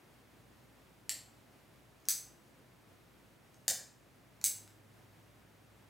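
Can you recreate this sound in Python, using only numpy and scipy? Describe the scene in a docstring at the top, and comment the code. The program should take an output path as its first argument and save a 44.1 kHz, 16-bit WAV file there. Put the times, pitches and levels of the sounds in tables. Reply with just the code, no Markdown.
"""The push switch of a small flashlight is pressed and let go twice, close by in a quiet, bare room.
Each snap is three impulses (a strike, two rebounds) with a casing noise burst and ringing spring modes.
Reflections and a decaying noise tail, shaped by convolution, give the bright room.
Under it lie filtered air noise and a faint sine hum with a low drone that swells twice."""
import sys
import numpy as np
from scipy import signal
from scipy.fft import rfft, irfft
from scipy.io import wavfile
from scipy.ndimage import uniform_filter1d

SR = 44100
rng = np.random.default_rng(int(sys.argv[2]) if len(sys.argv) > 2 else 0)


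def int16_out(signal):
    """Quantize to a 16-bit WAV file."""
    q = np.round(np.clip(np.atleast_2d(signal).T, -1, 1) * 32767)
    wavfile.write(sys.argv[1], SR, q.astype(np.int16))


N = 260137

# Switch snaps. Each row: start in seconds, relative level in dB, casing ring T60 in seconds,
# first and second rebound delay in seconds, rebound level in dB, room gain in dB.
SNAPS = [(1.0939, 0.5, 0.0083, 0.00033, 0.00085, -4, 1.5), (2.0866, 9, 0.0068, 0.00041, 0.0013, -13.5, 3.5),
         (3.6808, 7.5, 0.01, .0006, .0011, -4, 3), (4.4415, 7, 0.0071, 0.0008, .0014, -6.5, 5)]
# Snap spectra; the grip damps the casing differently each time. Each row: frequency in Hz, gain in dB.
LIGHT_PRESS_GAIN = [(300, -30.5), (650, -14), (1150, -30), (1520, -7), (2400, -11.5), (3500, -4),
                    (5200, -3.5), (6400, -10), (7700, 6), (9200, -10), (12800, -8.5), (13700, -17),
                    (15800, -17)]
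FIRST_RELEASE_GAIN = [(300, -41), (1100, -34), (1550, -16), (2700, -22), (3900, -12.5), (4800, -9.5),
                      (5500, -12), (6100, 2), (6800, -9.5), (7800, -1), (9000, -6.5), (11500, -12),
                      (13000, -8.5), (15800, -12.5)]
FIRM_PRESS_GAIN = [(250, -21), (420, -16), (640, -3), (920, -23), (1250, -24), (1750, -9), (2500, -16.5),
                   (4000, -7.5), (4700, -5), (5500, -7), (7100, 0.5), (8600, -4.5), (10500, -12),
                   (15800, -12.5)]
LAST_RELEASE_GAIN = [(300, -42), (1100, -38.5), (1900, -15), (2800, -21), (3600, -12.5), (4700, -10.5),
                     (5500, -10.5), (6200, -1.5), (6900, -4), (7900, 0.5), (9300, -4), (11700, -12.5),
                     (12900, -5), (15800, -10)]
# Modes of switch and spring. Each row: frequency in Hz, relative level in dB, T60 in seconds.
SWITCH_MODES = [(4720, -40, 0.036), (6070, -36.5, 0.043), (7460, -51, 0.13), (7900, -60, 0.069),
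                (10200, -43, 0.048)]
# Small faint ticks of the switch, ahead of the later three snaps and once after the last.
# Each row: start in seconds, relative level in dB, T60 in seconds.
TICKS = [(2.002, -39, .01), (2.054, -29, 0.01), (3.544, -33.5, 0.0097), (4.414, -19.5, 0.011),
         (4.6772, -27, 0.0045)]
# Tick spectrum. Each row: frequency in Hz, gain in dB.
TICK_GAIN = [(300, -25), (1500, -3), (3000, -9.5), (5000, -1.5), (7500, -1), (10000, -11.5), (15800, -11.5)]
# First reflections. Each row: delay in seconds, level in dB against the mid tail.
ECHOES = [(.0061, -10.5), (.0085, -11.5), (0.0114, -12.5), (.018, -11), (.021, -12.5), (.0253, -15),
          (.028, -11.5)]
# Main room decay. Each row: frequency in Hz, T60 in seconds.
ROOM_T60 = [(500, 0.51), (1500, 0.44), (4000, 0.39), (7500, 0.36), (10000, 0.33), (15000, 0.29)]
# Stereo width of the room. Each row: frequency in Hz, side against mid in dB.
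ROOM_SIDE = [(500, -12), (1500, -9.5), (3000, -14), (6000, -18), (15000, -22)]
# Air noise spectrum. Each row: frequency in Hz, relative density in dB per Hz.
AIR_DENSITY = [(32, -19), (55, -9), (75, -9.5), (112, -1), (149, -2.5), (180, -4.5), (303, -5.5),
               (453, -10), (574, -9.5), (1090, -14), (2010, -16.5), (4830, -25), (14400, -28.5),
               (15800, -29.5)]
# Stereo width of the air noise. Each row: frequency in Hz, side against mid in dB.
AIR_SIDE = [(60, -13.5), (130, -6.5), (300, -5), (700, -5), (2000, -5), (5000, -5), (9000, -24.5)]
# Steady hum tones. Each row: frequency in Hz, mean level in dB.
HUM_TONES = [(58.6, -77.5), (123.8, -76.5)]
# Drone swells. Each row: peak time in seconds, peak level in dB, fade in dB per second.
DRONE_SWELLS = [(1.22, -67.5, 28), (4.55, -64, 7.5)]

AIR_MID_DB = -63
DRONE_HZ, DRONE_REST_DB, DRONE_RISE_DB_PER_S = 103.6, -80.5, 58
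LOW_CUT_HZ, HIGH_CUT_HZ = 51, 15950


def flashlight(tick_room_db=1):
    """Four snaps of the switch plus small ticks, each coloured and set in the room."""
    out = np.zeros((2, N))
    spectra = [LIGHT_PRESS_GAIN, FIRST_RELEASE_GAIN, FIRM_PRESS_GAIN, LAST_RELEASE_GAIN]
    for row, spectrum in zip(SNAPS, spectra):
        start_s, level_db, *contact, room_db = row
        direct = amp(level_db) * coloured(snap(*contact), spectrum)
        add(out, start_s, in_room(direct, room_db))
    for start_s, level_db, t60_s in TICKS:
        direct = amp(level_db) * coloured(ring(t60_s), TICK_GAIN)
        add(out, start_s, in_room(direct, tick_room_db))
    return out


def snap(t60_s, first_s, second_s, rebound_db, casing_db=4, modes_db=-7, size=4096):
    """The contact strikes and rebounds twice; casing and spring ring on."""
    blows = amp(casing_db) * ring(t60_s)
    for delay_s, level_db in [(0, 0), (first_s, rebound_db), (second_s, rebound_db)]:
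        add(blows, delay_s, amp([level_db]))  # one-sample impulse
    blows = flattened(blows, size=130)
    t_s = np.arange(size) / SR
    modes = np.zeros(size)
    for hz, level_db, decay_s in SWITCH_MODES:
        modes += amp(level_db - 60 * t_s / decay_s) * np.cos(2 * np.pi * hz * t_s)
    ringing = signal.fftconvolve(blows, modes)[:size]
    return blows + amp(modes_db) * ringing


def ring(t60_s, size=4096):
    """Dense modes of a small part: an exponentially decaying noise burst of unit energy."""
    burst = rng.standard_normal(size) * amp(-60 * np.arange(size) / SR / t60_s)
    return burst / np.linalg.norm(burst)


def in_room(sound, room_db):
    """Direct sound from straight ahead plus its reflections, left and right."""
    response = amp(room_db) * room()
    response[0, 0] += 1  # direct path, mid only
    mid, side = signal.fftconvolve(sound[None], response, axes=1)
    return np.array([mid + side, mid - side])


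def room(gap_s=0.0039, build_s=0.006, early_db=-8, linger_db=-34, linger_t60_s=1.0, scatter_t60_s=0.008):
    """Mid and side response: first reflections, then a tail that builds up and dies faster in the treble."""
    hz, t_s, z = signal.stft(rng.standard_normal((2, SR)), SR, nperseg=256)
    main_fade = amp(-60 * t_s / read(ROOM_T60, hz)[:, None])
    linger = amp(linger_db - 60 * t_s / linger_t60_s)
    tail = signal.istft(z * np.hypot(main_fade, linger), SR, nperseg=256)[1][:, :SR]
    late_s = np.maximum(np.arange(SR) / SR - gap_s, 0)
    tail *= amp(early_db * np.exp(-late_s / build_s))
    tail /= np.linalg.norm(tail[0])
    for delay_s, level_db in ECHOES:  # uneven surfaces smear each reflection
        smear = np.array([ring(scatter_t60_s), ring(scatter_t60_s)])
        add(tail, delay_s, amp(level_db) * smear)
    mid, side = (flattened(part, size=900) for part in tail)
    return np.array([mid, coloured(side, ROOM_SIDE)])


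def air(swell_db=0.54, swell_hz=5.5):
    """Nearly steady room noise, wide in the low middle and narrow in the treble."""
    hz = np.fft.rfftfreq(N, 1 / SR)
    z = rfft(rng.standard_normal((2, N))) * amp(read(AIR_DENSITY, hz))
    mid = irfft(z[0], N)
    side = irfft(z[1] * amp(read(AIR_SIDE, hz)), N)
    level = amp(AIR_MID_DB + swell_db * drift(swell_hz))
    return np.array([mid + side, mid - side]) / mid.std() * level


def hum(waver_db=2, waver_hz=2.7, wander_rad=0.4, wander_hz=3.7):
    """Low sines of distant machinery, wavering in level and phase; one swells into a drone."""
    t_s = np.arange(N) / SR
    out = np.zeros(N)
    for hz, level_db in list(HUM_TONES) + [(DRONE_HZ, drone_db(t_s))]:
        level = np.sqrt(2) * amp(level_db + waver_db * drift(waver_hz))  # dB is rms
        out += level * np.sin(2 * np.pi * hz * t_s + wander_rad * drift(wander_hz))
    return out


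def drone_db(t_s):
    """Level of the drone: each swell rises quickly and sinks back toward rest, linearly in dB."""
    swells = []
    for peak_s, peak_db, fade_db_per_s in DRONE_SWELLS:
        drop_db = np.maximum(DRONE_RISE_DB_PER_S * (peak_s - t_s), fade_db_per_s * (t_s - peak_s))
        swells.append(peak_db - drop_db)
    return np.maximum(np.max(swells, axis=0), DRONE_REST_DB)


def drift(hz):
    """Slow random variation of rms one: noise rolled off above the given rate."""
    f = np.fft.rfftfreq(N, 1 / SR)
    return evened(irfft(rfft(rng.standard_normal(N)) / (1 + (f / hz) ** 4), N))


def amp(db):
    """Converts dB to amplitude."""
    return 10 ** (np.asarray(db) / 20)


def evened(x):
    """Scales to an rms of one."""
    return x / np.sqrt(np.mean(x ** 2) + 1e-20)


def read(points, hz):
    """Interpolates a table on a log-frequency axis."""
    f, value = np.transpose(points)
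    return np.interp(np.log(hz + 1), np.log(f + 1), value)


def add(mix, start_s, sound):
    """Mixes a sound in place at the given time, cut at the end of the mix."""
    part = mix[..., max(round(start_s * SR), 0):][..., :sound.shape[-1]]
    part += sound[..., :part.shape[-1]]


def coloured(x, points, size=4096):
    """Minimum-phase filter with the given spectrum: it adds nothing ahead of the strike."""
    hz = abs(np.fft.fftfreq(size, 1 / SR))
    log_gain = np.log(amp(read(points, hz)))
    response = np.fft.ifft(np.exp(np.conj(signal.hilbert(log_gain)))).real
    return signal.fftconvolve(x, response)[:len(x)]


def flattened(x, size):
    """Evens out the broad spectrum of a burst, leaving its fine structure and an energy of one."""
    z = rfft(x, 2 * len(x))
    broad_power = abs(uniform_filter1d(abs(z) ** 2, size))
    even = irfft(z / np.sqrt(broad_power + 1e-12))[:len(x)]
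    return even / np.linalg.norm(even)


def scene():
    """Sums the flashlight, the air noise and the centred hum."""
    return flashlight() + air() + hum()


def record(dry):
    """Steep filters remove the deep bass and the highest treble."""
    high_pass = signal.cheby1(8, 1, LOW_CUT_HZ, "high", fs=SR, output="sos")
    thin = signal.sosfilt(high_pass, dry)
    low_pass = signal.firwin(255, HIGH_CUT_HZ, window=("kaiser", 8), fs=SR)
    return signal.oaconvolve(thin, low_pass[None], "same")


dry = scene()
out = record(dry)
int16_out(out)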